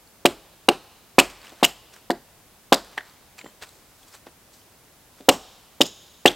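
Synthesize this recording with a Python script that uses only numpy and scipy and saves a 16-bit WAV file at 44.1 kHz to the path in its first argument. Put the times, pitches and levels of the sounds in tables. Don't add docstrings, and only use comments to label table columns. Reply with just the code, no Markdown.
import sys
import numpy as np
from scipy import signal
from scipy.fft import rfft, irfft, next_fast_len
from scipy.io import wavfile
from scipy.ndimage import uniform_filter1d

SR = 44100
rng = np.random.default_rng(int(sys.argv[2]) if len(sys.argv) > 2 else 0)


def bounce(signal):
    frames = np.transpose(np.atleast_2d(signal))
    limited = np.clip(frames, -1, 1)
    pcm = np.round(limited * 32767).astype(np.int16)
    wavfile.write(sys.argv[1], SR, pcm)


N = 280035

# start_s, thump_db, contact_ms (sigma of the push), rebound_db (re thump),
# weight_db_per_octave (below 500 Hz), splintering_db, tearing_t60_s
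BLOWS_ON_LOG = [(0.2525, 1.5, 0.42, -10.5, -1.5, -11, 0.052), (0.6854, -3, 0.31, 5, 1.1, -2, 0.022),
                (1.184, 7, 0.29, -4.5, -1, -6, 0.062), (1.522, -39.5, 0.52, 1, -8, -52, 0.033),
                (1.6282, -0.5, 0.32, -7, 1.5, -14, 0.081), (2.1014, -5, 0.33, -1, 3, -23, 0.04),
                (2.7228, 3, 0.3, -1, 2, -11.5, 0.064), (2.974, -31.5, 0.18, 13.5, -3.5, -34.5, 0.06),
                (3.441, -38, 0.41, 6.5, 12, -48, 0.026), (3.458, -36.5, 0.18, 8.5, 10, -57.5, .03),
                (4.2652, -41, 0.29, 12, 5, -49, 0.03), (5.205, -35.5, 0.46, 2.5, 1, -52.5, .03),
                (5.2864, 0.5, 0.38, 4, -1.5, 0, 0.029), (5.8065, -4, 0.42, 0.5, 3.5, -12.5, 0.05),
                (6.2557, 5, 0.37, -11, 0, -19, 0.14)]
# start_s, level_db, ring_hz, treble_db (re level)
FIBRE_CRACKS = [(0.257, -10.5, 2380, -8), (0.2588, -1, 2766, -7), (0.6882, -3, 2840, -10),
                (0.6902, -4, 2770, -30.5), (1.1863, -2, 1720, -11.5), (1.1891, 6.5, 2440, -15.5),
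                (1.193, -7, 3934, -14), (1.1959, -3.5, 2855, -5), (1.2003, -1.5, 2510, -8.5),
                (1.633, -10.5, 2860, -21.5), (1.6431, 1, 2862, -10), (1.6465, -2.5, 2900, -7.5),
                (1.6492, 1, 2824, -4), (1.6622, -16, 2920, -5.5), (2.1058, -13.5, 1830, -19),
                (2.1145, -21.5, 4780, -10), (2.7254, -7.5, 2680, -15), (2.7271, -4, 1600, -7),
                (2.7314, -13, 3430, 2), (2.7424, -8.5, 4700, -2), (2.7468, -15, 3764, -3),
                (2.9791, -10, 1854, -36.5), (2.9829, -22.5, 3100, -30), (2.9956, -28.5, 1798, -22.5),
                (3.0068, -27.5, 1860, -28), (5.2902, 4.5, 2977, -2), (5.295, -4, 2760, -19),
                (5.8145, 3.5, 2983, -11.5), (5.8156, 0, 3649, -20), (5.8167, -7.5, 5076, -14.5),
                (5.8183, -10, 6900, -12), (5.8331, -22, 5080, 0), (5.8563, -26.5, 5000, -4),
                (5.8652, -24.5, 5070, 1), (6.2574, 1.5, 1757, -30), (6.2594, 5, 2753, -10),
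                (6.2699, -5.5, 2825, -11.5), (6.2785, 0, 3355, -19), (6.2822, -7, 3510, -18)]


def amp(db):
    return 10 ** (np.asarray(db) / 20)


def along(points, hz):
    point_hz, value = np.transpose(points)
    return np.interp(np.log(hz + 1), np.log(point_hz + 1), value)


def filtered(x, response):
    size = next_fast_len(N + SR // 2)
    hz = np.fft.rfftfreq(size, 1 / SR)
    return irfft(rfft(x, size) * response(hz), size)[..., :N]


def shaped(x, spectrum):
    return filtered(x, lambda hz: amp(along(spectrum, hz)))


def noise(spectrum, channels=1):
    x = shaped(rng.standard_normal((channels, N)), spectrum)
    return x / x.std()


def add(track, start_s, sound):
    part = track[round(start_s * SR):][:len(sound)]
    part += sound[:len(part)]


def ring(modes, t, scatter_db, detune):
    total = np.zeros(len(t))
    for hz, db, t60_s in modes:
        level_db = db + rng.normal(0, scatter_db)
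        mode_hz = hz * rng.normal(1, detune)
        total += amp(level_db - 60 * t / t60_s) * np.cos(2 * np.pi * mode_hz * t)
    return total


def stroke(peak_s, rise_s, t60_s):
    t = np.arange(N) / SR - peak_s
    return amp(np.where(t < 0, 60 * t / rise_s, -60 * t / t60_s))


def thumps():
    # mode_hz, level_db, t60_s
    log_modes = [(155, -6.5, .07), (208, -2.5, 0.055), (267, 1.5, 0.063), (341.6, 2, 0.088),
                 (410, -8, 0.019), (410, -0.5, .07), (525, -5.5, 0.062), (585.5, -3, 0.094),
                 (702, -2, 0.079), (788, -8.5, .05), (836, -0.5, 0.041), (962, -5, 0.027),
                 (1114, -4, 0.043), (1430, -13, 0.027)]
    rebound_s, ground_hz = 0.003875, 47
    half_push = 88
    out, ground = np.zeros(N), np.zeros(N)
    t = np.arange(SR // 3) / SR
    push_t = np.arange(-half_push, half_push + 1) / SR
    for start_s, db, contact_ms, rebound_db, weight_db, _, _ in BLOWS_ON_LOG:
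        bell = (push_t / (contact_ms / 1000)) ** 2
        push = (1 - 0.83 * bell) * np.exp(-bell / 2)
        modes = [(hz, level + weight_db * np.log2(500 / hz), t60_s) for hz, level, t60_s in log_modes]
        for at_s, level_db in (start_s, db), (start_s + rebound_s, db + rebound_db):
            body = np.convolve(ring(modes, t, scatter_db=2, detune=0.03), push)
            add(out, at_s - half_push / SR, amp(level_db) * body / body[:200].max())
        swell = 1 - np.exp(-t / .03)
        add(ground, start_s, amp(db - 48.5 - 60 * t / .6) * np.sin(2 * np.pi * ground_hz * t) * swell)
    add(out, .0258, amp(-21) * out)
    no_deep_bass = signal.butter(5, 125, "high", fs=SR, output="sos")
    return signal.sosfilt(no_deep_bass, out) + ground


def splintering():
    # freq_hz, level_db_per_hz
    tearing_spectrum = [(530, -11), (900, -0.5), (1830, -8), (2350, -8), (2710, -4), (3980, -5),
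                        (6440, -18.5), (8480, -12), (9910, -29), (11700, -19), (15800, -36)]
    delay_s, rise_s = .0022, 0.00044
    level, t = np.zeros(N), np.arange(SR // 5) / SR
    for start_s, *_, db, t60_s in BLOWS_ON_LOG:
        add(level, start_s + delay_s, amp(db - 60 * t / t60_s) * (1 - np.exp(-t / rise_s)))
    bursts_db = 4.6 * 5.7 * uniform_filter1d(rng.standard_normal(N), 25)
    return level * amp(bursts_db) * noise(tearing_spectrum)[0]


def after_cracks(count):
    mean_gap_s, loss_db, scatter_db = .004, 12, 5.5
    detune, brighter_db = .12, 2.5
    rows = []
    for start_s, db, hz, treble_db in FIBRE_CRACKS:
        at_s = start_s
        for k in range(1, count + 1):
            at_s += mean_gap_s * rng.uniform(.5, 1.5)
            level_db = db - loss_db * k + scatter_db * rng.standard_normal()
            ring_hz = hz * np.exp(detune * rng.standard_normal())
            rows.append((at_s, level_db, ring_hz, treble_db + brighter_db))
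    return rows


def snaps(rows, t60_s, upper_db):
    # freq_hz, level_db_per_hz
    puff_spectrum = [(3500, -19), (5500, -1), (8000, 4), (10200, -9.5), (13000, -2), (16000, -13)]
    out, puffs, t = np.zeros(N), np.zeros(N), np.arange(SR // 20) / SR
    rise = 1 - np.exp(-t / 0.0005)
    for start_s, db, hz, treble_db in rows:
        wander = 0.069 * np.cumsum(rng.standard_normal(len(t)))
        phase = 2 * np.pi * hz * t + wander
        tone = np.sin(phase) + amp(upper_db) * np.sin(rng.uniform(1.7, 1.9) * phase)
        add(out, start_s, amp(db + 0.5 - 60 * t / t60_s) * rise * tone)
        add(puffs, start_s, amp(db + treble_db - 60 * t / (0.58 * t60_s)) * rise)
    return out + puffs * noise(puff_spectrum)[0]


def cracking():
    # start_s, level_db, ring_hz, treble_db (re level)
    handling_ticks = [(0.0742, -43.5, 4510, -6), (1.3002, -39, 3140, 5), (1.416, -38, 4480, -3),
                      (1.4468, -36.5, 2230, -13), (1.4695, -34, 2920, -17.5), (1.4939, -41.5, 4070, 0.5),
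                      (1.502, -38, 3580, -9.5), (1.9425, -43, 5640, 0.5), (1.9641, -36, 1560, -10),
                      (2.8468, -41.5, 1740, 4), (3.0968, -41.5, 4464, -14.5), (3.381, -36.5, 2690, -3),
                      (3.3907, -28, 2450, -15), (3.4129, -29.5, 2180, -18.5), (3.4648, -34.5, 1950, -15),
                      (3.4986, -44.5, 4200, -7.5), (3.6351, -33.5, 2560, -4.5), (3.691, -38.5, 3990, -1.5),
                      (4.0312, -41.5, 3366, -9), (4.1269, -39.5, 5230, -13), (4.1512, -39.5, 4530, 3),
                      (4.6157, -46.5, 3150, -5.5)]
    cracks = splintering()
    cracks += snaps(FIBRE_CRACKS + after_cracks(count=2), t60_s=.012, upper_db=-14.5)
    cracks += snaps(handling_ticks, t60_s=.012, upper_db=-8.0)
    return filtered(cracks, lambda hz: 1 / np.sqrt(1 + (350 / (hz + 1)) ** 4))


def blade():
    # start_s, level_db
    touches = [(1.195, -39), (3.382, -50), (3.448, -51), (3.468, -55)]
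    # mode_hz, level_db, t60_s
    blade_modes = [(3100, -5, 0.27), (7330, 1.5, .15), (8043, -10.5, .1)]
    out, t = np.zeros(N), np.arange(SR // 3) / SR
    rise = 1 - np.exp(-t / .002)
    for start_s, db in touches:
        add(out, start_s, amp(db) * ring(blade_modes, t, scatter_db=1.5, detune=.0005) * rise)
    return out


def crack_echoes():
    # peak_s, low_bands_db, high_bands_db, rise_s, t60_s
    swells = [(5.47, -54.5, -61.5, .9, 0.65), (5.862, -45, -38, .1, 0.16), (5.92, -56, -56, .1, 2)]
    # center_hz, width_hz, level_db
    low_bands = [(3020, 650, -3.5), (3720, 590, 5.5)]
    # center_hz, width_hz, level_db
    high_bands = [(5020, 370, -2.4), (6700, 1100, -1)]

    def resonant_noise(bands):
        def response(hz):
            return sum(amp(db) * width ** 2 / ((hz - center) ** 2 + width ** 2 / 4)
                       for center, width, db in bands)
        x = filtered(rng.standard_normal(N), response)
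        return x / x.std()

    low, high = resonant_noise(low_bands), resonant_noise(high_bands)
    out = np.zeros(N)
    for peak_s, low_db, high_db, rise_s, t60_s in swells:
        out += stroke(peak_s, rise_s, t60_s) * (amp(low_db) * low + amp(high_db) * high)
    return out


def rubbing():
    # peak_s, scrape_db, rustle_db, rise_s, t60_s
    strokes = [(1.26, -43.5, -55, .15, .2), (1.3, -45, -48, 0.0043, 0.18), (1.45, -49, -54.5, .3, .9),
               (1.61, -53.5, -59.5, .1, 0.087), (1.94, -50, -50.5, .08, 0.089),
               (1.964, -53, -55.5, .03, .15), (2.843, -53.5, -58, .01, .3), (2.924, -55.5, -58.5, 0.13, .3),
               (3.06, -55.5, -60, .1, .8), (3.392, -49.5, -49.5, 0.089, .06),
               (3.414, -45.5, -57.5, .05, 0.041), (3.46, -57.5, -62.5, 0.087, .4),
               (3.627, -35.5, -39.5, .04, 0.084), (3.67, -60, -56.5, 0.056, 0.86),
               (4.038, -65, -61, .5, 0.17), (4.084, -63, -57, .09, 0.1), (4.147, -48.5, -48.5, 0.13, 0.14),
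               (4.268, -46, -61, .03, 0.085), (4.54, -63, -54, .1, .45), (5.184, -59.5, -59.5, 0.16, .4)]
    # freq_hz, level_db_per_hz
    scrape_spectrum = [(200, -23.5), (400, -2.5), (1300, -0.5), (2600, -3.5), (4000, -7), (6000, -29.5)]
    # freq_hz, level_db_per_hz
    rustle_spectrum = [(2500, -28.5), (4000, 0.5), (5500, -1.5), (8200, -1.5), (10500, -12), (16000, -10)]
    scrape, rustle = np.zeros(N), np.zeros(N)
    for peak_s, scrape_db, rustle_db, rise_s, t60_s in strokes:
        gain = stroke(peak_s, rise_s, t60_s)
        scrape += amp(scrape_db) * gain
        rustle += amp(rustle_db) * gain
    grain = amp(3 * 8 * uniform_filter1d(rng.standard_normal(N), 64))
    grain /= np.sqrt(np.mean(grain ** 2))
    return grain * (scrape * noise(scrape_spectrum)[0] + rustle * noise(rustle_spectrum)[0])


def answer(x, decay, swell_s, size):
    frames = dict(nperseg=size, noverlap=size - 128)
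    hz, t, (z, chance) = signal.stft(np.array([x, rng.standard_normal(N)]), SR, **frames)
    lag_s = t[t < 1]
    swell = 1 - np.exp(-(lag_s / swell_s) ** 2)
    fade_power = (amp(-60 * lag_s / along(decay, hz)[:, None]) * swell) ** 2
    blurred = uniform_filter1d(np.abs(z) ** 2, size=3, axis=0)
    power = signal.fftconvolve(blurred, fade_power / fade_power.sum(1).mean(), axes=1)
    echoes = np.sqrt(np.abs(power[:, :len(t)])) * chance / chance.std()
    return signal.istft(echoes, SR, **frames)[1][:N]


def near_echoes(log, cracks):
    # freq_hz, t60_s
    near_decay = [(150, 0.23), (500, 0.17), (3000, 0.2), (12000, 0.2)]
    # freq_hz, level_db
    litter_colour = [(100, 1.5), (400, 1.5), (1500, 0.5), (2800, -7), (5000, -1.5), (12000, -3.5)]
    echoes = answer(log, near_decay, swell_s=0.018, size=1024)
    echoes += amp(0.96) * answer(cracks, near_decay, swell_s=.03, size=256)
    return amp(-18.5) * shaped(echoes, litter_colour)


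def far_echoes(log, cracks):
    # freq_hz, t60_s
    far_decay = [(150, 0.44), (800, 0.98), (3500, 1.8), (7000, 0.89), (14000, 0.73)]
    # freq_hz, level_db
    bark_colour = [(100, -8), (400, -1), (1200, -0.5), (2800, -8), (5000, 2), (12000, -3)]
    echoes = answer(log, far_decay, swell_s=.06, size=1024)
    echoes += amp(0.93) * answer(cracks, far_decay, swell_s=.06, size=256)
    return amp(-32.5) * shaped(echoes, bark_colour)


def forest_air():
    # freq_hz, level_db_per_hz
    air_spectrum = [(15, -24.5), (30, -4), (100, -2.5), (200, -5), (400, -7.5), (800, -8.5), (1500, -14),
                    (3000, -17.5), (16000, -25)]
    return amp(-57) * noise(air_spectrum)[0]


def amplifier_hiss():
    # freq_hz, level_db_per_hz
    hiss_spectrum = [(15, -39), (25, -8), (82, 2), (123, -2.5), (1640, -8), (13500, -7.5), (15800, -9.5)]
    return amp(-57) * noise(hiss_spectrum, channels=2)


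def scene():
    log, cracks = thumps(), cracking()
    heard = log + cracks + blade() + crack_echoes() + rubbing()
    heard += near_echoes(log, cracks) + far_echoes(log, cracks) + forest_air()
    return heard + amplifier_hiss()


def record(dry):
    ceiling, top_hz = 1.02, 15950
    clipped = np.clip(dry, -ceiling, ceiling)
    return np.clip(filtered(clipped, lambda hz: hz < top_hz), -1, 1)


dry = scene()
out = record(dry)
bounce(out)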